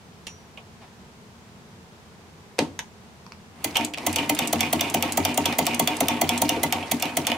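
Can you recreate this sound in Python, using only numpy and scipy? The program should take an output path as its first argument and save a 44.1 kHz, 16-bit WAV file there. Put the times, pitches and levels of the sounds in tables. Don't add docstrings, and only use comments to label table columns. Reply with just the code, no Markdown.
import sys
import numpy as np
from scipy import signal
from scipy.fft import rfft, irfft, next_fast_len
from scipy.io import wavfile
from scipy.ndimage import uniform_filter1d

SR = 44100
rng = np.random.default_rng(int(sys.argv[2]) if len(sys.argv) > 2 else 0)


def int16_out(signal):
    q = np.round(np.clip(np.atleast_2d(signal).T, -1, 1) * 32767)
    wavfile.write(sys.argv[1], SR, q.astype(np.int16))


N = 325017
TIME_S, AGE_S = np.arange(N) / SR, np.arange(SR // 3) / SR
FFT_SIZE = next_fast_len(N + SR, True)
HZ = np.fft.rfftfreq(FFT_SIZE, 1 / SR)

# needle_s, feed_s, chatter_db
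STITCHES = [(3.644, 3.7665, -13.5), (4.066, 4.1583, -11.5), (4.295, 4.3877, -11), (4.529, 4.605, -13.5),
            (4.729, 4.8074, -12), (4.9427, 5.024, -14), (5.174, 5.249, -12.5), (5.3761, 5.4548, -12),
            (5.586, 5.6652, -12.5), (5.7953, 5.873, -14), (6.0059, 6.0831, -12.5), (6.214, 6.2899, -12),
            (6.4183, 6.49, -13.5), (6.633, 6.7234, -18), (6.915, 7.0225, -15), (7.17, 7.2677, -14.5)]
# time_s, rub_db
CRANK_RUB = [(3.55, -55.5), (3.66, -39.5), (3.82, -44), (3.89, -52), (3.96, -58), (4.0, -37.5),
             (4.07, -36.5), (6.6, -36.5), (7.11, -39), (7.37, -36.5)]
# pitch_hz, width_hz, level_db
BOARD_MODES = [(92.4, 4, -5), (156.6, 13, -5.5), (238.4, 12.2, 3), (300, 26.7, 0), (424, 41, -11.5)]
# pitch_hz, width_hz, level_db
FRAME_MODES = [(517, 23, 0), (666, 177, -2), (740, 78, 4), (870, 34, 1.5), (922, 57, 1.5), (1106, 31, -3),
               (1230, 230, -11.5)]
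# pitch_hz, width_hz, level_db
LINK_MODES = [(2380, 340, 9), (2508, 40, 16), (2850, 430, 6), (3120, 79, -1), (3470, 45, 0)]
# freq_hz, likeness (clipped to 0..1 in use)
DIFFUSE_LIKENESS = [(60, 0.9), (240, 0.85), (950, 0.62), (3770, -4.1), (15000, -0.02)]


def needle():
    # pitch_hz, width_hz, level_db
    bar_modes = [(2030, 113, 8.5), (2500, 350, 1), (3240, 530, 3.5), (4530, 290, 3), (5870, 720, 1.5),
                 (6600, 720, 6), (7540, 1600, 2), (10400, 1050, 4.5), (12800, 1540, 2), (15700, 2100, 1)]
    seatings = [-0.008, 0, 0.024]
    # pitch_hz, width_hz, level_db
    arm_modes = [(651, 138, -0.5), (748, 97, 2), (930, 180, -9.5)]
    bars = np.zeros((len(seatings), 2, N))
    arm, links, frame, board = np.zeros((4, 2, N))
    for s, feed_s, _ in STITCHES:
        speed_db = wheel_speed_db(s, feed_s)
        click_db = -6 + 0.29 * speed_db
        knock_db = -14 + 1.8 * speed_db
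        thump_db = -22.5 + 1.05 * speed_db
        bar = bars[rng.integers(len(seatings))]
        add(bar, s - 0.0025, amp(click_db + 2) * burst(0.0005, 0.0073))
        add(bar, s + 0.0004, amp(click_db + rng.normal(10.5, 0.5)) * burst(0.0001, 0.004))
        rebound_s = s + rng.uniform(0.0018, 0.0032)
        add(bar, rebound_s, amp(click_db + rng.normal(10, 2.4)) * burst(0.0001, 0.019))
        add(arm, s + 0.0028, amp(knock_db + 23.5) * push(0.00017))
        add(frame, s + 0.00197, amp(knock_db + 15.5) * burst(0.0028, 0.048))
        add(board, s + 0.00842, amp(thump_db + 29.5) * push(0.00076))
        add(board, s + 0.00908, amp(thump_db + 28) * burst(0.0041, 0.13))
        bottom_out_s = s + rng.normal(0.033, 0.00148)
        add(board, bottom_out_s, amp(thump_db + 27.5) * push(0.00066))
        add(links, bottom_out_s - 0.007, amp(thump_db + 13.5) * burst(0.0055, 0.022, grit_db=-3.5))
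    clicks = sum(resonate(bar, bar_modes, 1 + detune) for bar, detune in zip(bars, seatings))
    return (clicks + resonate(arm, arm_modes) + resonate(links, LINK_MODES)
            + resonate(frame, FRAME_MODES) + resonate(board, BOARD_MODES))


def feed():
    # pitch_hz, width_hz, level_db
    dog_modes = [(2220, 730, -0.5), (2840, 350, 7.5), (3490, 190, 9), (4490, 150, 4), (5520, 450, 3.5),
                 (6260, 510, 3), (7460, 1000, 0.5), (9900, 1300, -0.5), (13750, 2200, -2.5)]
    # start_s, level_db
    link_knocks = [(3.8071, -21.5), (4.1852, -14.5), (4.5983, -24), (4.6292, -17), (4.7933, -20),
                   (5.0064, -30), (5.5247, -16.5), (5.7332, -21), (6.1084, -24), (7.0517, -19),
                   (7.2992, -18.5), (7.3166, -13.5)]
    dog, links, frame, board = np.zeros((4, 2, N))
    for needle_s, s, chatter_db in STITCHES:
        clack_db = -11.5 + 0.46 * wheel_speed_db(needle_s, s)
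        add(links, s - 0.025, amp(chatter_db + 3) * burst(0.018, 0.034, grit_db=16))
        add(dog, s + 0.0005, amp(clack_db + 18) * burst(0.00045, 0.023, grit_db=3))
        add(dog, s + 0.0053, amp(clack_db - 5) * burst(0.0038, 0.26, grit_db=1))
        add(links, s, amp(clack_db + 9) * burst(0.00013, 0.096))
        add(links, s + 0.0067, amp(chatter_db + 12.5) * burst(0.057, 0.15, grit_db=4))
        add(frame, s + 0.00252, amp(clack_db + 12.5) * burst(0.00015, 0.039))
        add(frame, s + 0.00403, amp(clack_db + 13) * burst(0.002, 0.45, grit_db=3))
        add(board, s + 0.00801, amp(chatter_db + 14.5) * burst(0.012, 0.6))
        add(board, s + 0.029, amp(clack_db + 12) * push(0.000097))
        travel_end_s = s + rng.normal(0.069, 0.005)
        add(links, travel_end_s, amp(chatter_db + 5) * burst(0.0042, 0.057, grit_db=-1))
    for s, db in link_knocks:
        add(links, s, amp(db + 17) * burst(0.00043, 0.027, grit_db=6.5))
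        add(frame, s, amp(db + 12) * burst(0.00059, 0.021))
    return (resonate(dog, dog_modes) + resonate(links, LINK_MODES)
            + resonate(frame, FRAME_MODES) + resonate(board, BOARD_MODES))


def thread():
    # start_s, level_db
    snags = [(3.8459, -18.5), (4.1276, -21.5), (4.348, -21.5), (4.4728, -18.5), (4.8974, -22.5),
             (5.1215, -17.5), (5.3417, -24), (5.6533, -26), (5.7442, -19.5), (5.9658, -24.5), (6.3764, -19),
             (6.9973, -26.5)]
    # freq_hz, level_db
    rasp_tone = [(500, -26), (3000, -4), (5500, -1.5), (8000, 5), (11000, -3), (16000, -13)]
    slips = np.zeros((2, N))
    for s, db in snags:
        add(slips, s, amp(db + 18) * burst(0.00069, 0.034, grit_db=4))
    return spread(slips, colour(rasp_tone))


def bearings():
    # freq_hz, level_db
    rub_tone = [(35, -25), (184, -9.5), (244, 2), (458, -8), (903, -6), (1510, -16), (2350, -12),
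                (4970, -27), (10300, -27.5), (16000, -45)]
    grain = unit(uniform_filter1d(rng.standard_normal(N), size=200))
    rub = unit(rng.standard_normal((2, N)) * amp(2 * np.tanh(grain)))
    return envelope(CRANK_RUB) * spread(rub, colour(rub_tone))


def loose_joints(rate_hz=70, scatter_db=4.5):
    # freq_hz, level_db
    joint_tone = [(500, -16), (2200, -3.5), (4500, 9), (9000, -3), (16000, -33)]
    taps = np.zeros((2, N))
    for share, size in rng.uniform(0, 1, (round(rate_hz * N / SR), 2)):
        add(taps, share * N / SR, amp(scatter_db * (2 * size - 2.5)) * burst(0.0012, 0.025))
    taps *= amp(18.5) * envelope(CRANK_RUB)
    for needle_s, feed_s, _ in STITCHES:
        rattle_db = -16.5 + 2.6 * wheel_speed_db(needle_s, feed_s)
        rebounds_s = needle_s + rng.uniform(0.2, 1, size=3) * (feed_s - needle_s)
        for s, db in zip(rebounds_s, rng.normal(rattle_db, 3.5, size=3)):
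            add(taps, s, amp(db) * burst(0.0012, 0.03, grit_db=3))
    return spread(taps, colour(joint_tone))


def presser_foot():
    # start_s, level_db
    drop = [(2.589, -10)]
    # freq_hz, level_db
    foot_tone = [(80, -29), (300, -1.5), (600, 1.5), (1150, -9.5), (3000, -6), (4520, -8), (6740, -15.5),
                 (9090, -15.5), (16000, -37)]
    steel, frame, board = np.zeros((3, 2, N))
    s, db = drop[0]
    add(steel, s - 0.006, amp(db + 1) * burst(0.00097, 0.024))
    add(steel, s, amp(db + 19) * burst(0.00047, 0.022))
    add(steel, s + 0.0048, amp(db + 5) * burst(0.0035, 0.25))
    add(frame, s + 0.00082, amp(db + 21) * push(0.00032))
    add(frame, s + 0.00643, amp(db + 8) * burst(0.002, 0.17))
    add(board, s + 0.0047, amp(db + 10) * push(0.00012))
    add(board, s + 0.01367, amp(db + 14.5) * push(0.00023))
    add(board, s + 0.032, amp(db + 17.5) * push(0.000067))
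    return spread(steel, colour(foot_tone)) + resonate(frame, FRAME_MODES) + resonate(board, BOARD_MODES)


def lifting_lever():
    # start_s, level_db
    fall = [(2.7907, -15.5)]
    # freq_hz, level_db
    lever_tone = [(300, -10), (950, 6), (1350, -6), (1600, 0.5), (3300, 1.5), (5000, -11), (5900, 3.5),
                  (7000, -7), (16000, -19)]
    snap = np.zeros((2, N))
    s, db = fall[0]
    add(snap, s, amp(db + 14) * burst(0.0001, 0.026))
    add(snap, s + 0.0054, amp(db + 1) * burst(0.0011, 0.1))
    return spread(snap, colour(lever_tone))


def handling():
    # start_s, click_db, frame_db
    clicks = [(0.2682, -20, -38), (3.7549, -12, -33), (3.9358, -18, -45), (3.9742, -18.5, -28.5)]
    # freq_hz, level_db
    click_tone = [(500, -7), (1350, -23), (1750, -7), (2700, 6), (3500, -2.5), (6000, -8), (16000, -24)]
    # start_s, spring_db, frame_db
    touches = [(0.5727, -28.5, -49.5), (3.755, -12, -31), (6.825, -23, -41)]
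    # pitch_hz, width_hz, level_db
    spring_modes = [(2310, 150, 18.5), (3070, 340, 17.5)]
    # pitch_hz, level_db, t60_s
    wheel_modes = [(2440, -12, 0.18), (5820, -4, .44), (7040, -3, 0.16), (9500, -5, 0.12)]
    steel, spring, frame = np.zeros((3, 2, N))
    for s, click_db, frame_db in clicks:
        add(steel, s, amp(click_db + 14.5) * burst(0.0001, 0.042, grit_db=-10))
        add(frame, s, amp(frame_db + 23) * burst(0.00013, 0.033))
    for s, spring_db, frame_db in touches:
        add(spring, s, amp(spring_db + 16) * burst(0.00077, 0.058, grit_db=-0.5))
        add(frame, s, amp(frame_db + 33) * burst(0.00053, 0.084))
    ring = sum(amp(db - 60 * AGE_S / t60_s) * np.sin(2 * np.pi * hz * AGE_S)
               for hz, db, t60_s in wheel_modes)
    wheel = np.zeros(N)
    release_s = clicks[0][0]
    add(wheel, release_s, amp(-39) * ring)
    return (spread(steel, colour(click_tone)) + resonate(spring, spring_modes)
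            + resonate(frame, FRAME_MODES) + wheel)


def fingernails():
    # start_s, level_db
    contacts = [(3.2645, -38), (3.3205, -35)]
    # pitch_hz, width_hz, level_db
    handle_modes = [(950, 270, 8), (2600, 400, 3), (4360, 350, 0), (5410, 600, 2)]
    ticks = np.zeros((2, N))
    for s, db in contacts:
        add(ticks, s, amp(db + 20) * burst(0.00024, 0.0096))
    return resonate(ticks, handle_modes)


def finger_brush():
    # start_s, level_db
    stroke = [(0.81, -35)]
    # freq_hz, level_db
    brush_tone = [(250, -18), (800, 3), (1400, -7), (4500, -13), (12000, -38)]
    rub = np.zeros((2, N))
    s, db = stroke[0]
    add(rub, s, amp(db + 18) * burst(0.007, 0.19, grit_db=2))
    return spread(rub, colour(brush_tone))


def hand_shift(start_s=6.555, level_db=3.5):
    # freq_hz, level_db
    bump_tone = [(35, -30), (75, -4), (140, -6), (330, -2), (550, -9), (1000, -22), (4000, -58)]
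    bump = np.zeros((2, N))
    add(bump, start_s, amp(level_db) * burst(0.013, 0.13))
    return spread(bump, colour(bump_tone))


def room(dry, cycle_s=0.55):
    # freq_hz, t60_s
    decay = [(150, 0.58), (800, 0.19), (3000, 0.1), (8000, 0.23), (15000, 0.22)]
    wet_tone = [(200, -16.5), (900, -3.5), (3000, -0.5), (12000, -14.0)]  # freq_hz, level_db
    hz, age_s, noise = signal.stft(rng.standard_normal((4, 2, SR // 3)), SR, nperseg=256)
    fade = amp(-60 * age_s / along(decay, hz)[:, None])
    tails = signal.istft(noise * fade, SR, nperseg=256)[1]
    tails /= np.linalg.norm(tails[0, 0])
    tails = np.pad(tails, ((0, 0), (0, 0), (SR // 200, 0)))
    shares = np.maximum(0, np.cos(2 * np.pi * (TIME_S / cycle_s - np.arange(4)[:, None] / 4)))
    sends = shares * dry.mean(axis=0)
    wet = signal.fftconvolve(sends[:, None], tails, axes=2).sum(axis=0)[:, :N]
    return spread(wet, amp(along(wet_tone, HZ)), DIFFUSE_LIKENESS)


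def air(level_db=-48):
    # freq_hz, level_db
    air_tone = [(25, -35), (87, -2.5), (120, -8.5), (153, -5), (242, -5.5), (270, -17.5), (439, -10.5),
                (531, -17), (988, -17), (1650, -21.5), (6560, -30), (16000, -45)]
    return amp(level_db) * spread(rng.standard_normal((2, N)), colour(air_tone), DIFFUSE_LIKENESS)


def wheel_speed_db(needle_s, feed_s, cruise_lag_s=0.081):
    return 20 * np.log10(cruise_lag_s / (feed_s - needle_s))


def burst(rise_s, t60_s, grit_db=0):
    grit = np.repeat(rng.standard_normal(len(AGE_S)), SR // 700)[:len(AGE_S)]
    swell = (1 - np.exp(-AGE_S / rise_s)) ** 2
    pair = rng.standard_normal((2, len(AGE_S))) * swell * amp(grit_db * grit - 60 * AGE_S / t60_s)
    return pair / np.linalg.norm(pair[0])


def push(width_s):
    force = AGE_S * np.exp(-AGE_S / width_s)
    return np.array([force / force.sum(), np.zeros_like(force)])


def resonate(pair, modes, pitch_ratio=1):
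    hz = HZ / pitch_ratio
    response = sum((-1) ** k * amp(db) * 1j * hz * width_hz / (mode_hz**2 - hz**2 + 1j * hz * width_hz)
                   for k, (mode_hz, width_hz, db) in enumerate(modes))
    return spread(pair, unit(response))


def spread(pair, response, likeness=None):
    # freq_hz, likeness
    direct_likeness = [(150, 0.98), (550, 1), (1200, 0.65), (2500, 0.82), (6000, 0.37), (15000, 0.22)]
    angle = np.arccos(np.clip(along(likeness or direct_likeness, HZ), 0, 1)) / 2
    mid, side = filtered(pair, response * np.array([np.cos(angle), np.sin(angle)]))
    return np.array([mid + side, mid - side])


def colour(tone):
    cepstrum = irfft(np.log(amp(along(tone, HZ)) + 1e-6), FFT_SIZE)
    cepstrum[1:FFT_SIZE // 2] *= 2
    cepstrum[FFT_SIZE // 2 + 1:] = 0
    return unit(np.exp(rfft(cepstrum)))


def filtered(x, response):
    return irfft(rfft(x, FFT_SIZE) * response, FFT_SIZE)[..., :N]


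def along(points, hz):
    freq_hz, values = np.transpose(points)
    return np.interp(np.log(hz + 1), np.log(freq_hz), values)


def envelope(rows):
    s, db = np.transpose(rows)
    return amp(np.interp(TIME_S, s, db, left=-np.inf, right=-np.inf))


def add(track, start_s, sound):
    part = track[..., round(start_s * SR):][..., :sound.shape[-1]]
    part += sound[..., :part.shape[-1]]


def amp(db):
    return 10 ** (np.asarray(db) / 20)


def unit(x):
    return x / np.sqrt(np.mean(np.abs(x) ** 2) + 1e-20)


def scene():
    # freq_hz, left_minus_right_db
    balance = [(60, 3), (110, 0), (200, 1.5), (380, 2.5), (700, 0), (1290, 0), (2380, -5), (4400, -1),
               (8120, 0.5), (15000, -5.5)]
    machine = (needle() + feed() + thread() + bearings() + loose_joints() + presser_foot()
               + lifting_lever() + fingernails() + finger_brush() + handling() + hand_shift())
    placed = filtered(machine, amp(np.outer([0.5, -0.5], along(balance, HZ))))
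    return placed + air() + room(machine)


def record(dry, cutoff_hz=15800):
    return filtered(dry, 1 / (1 + (HZ / cutoff_hz) ** 80))


dry = scene()
out = record(dry)
int16_out(out)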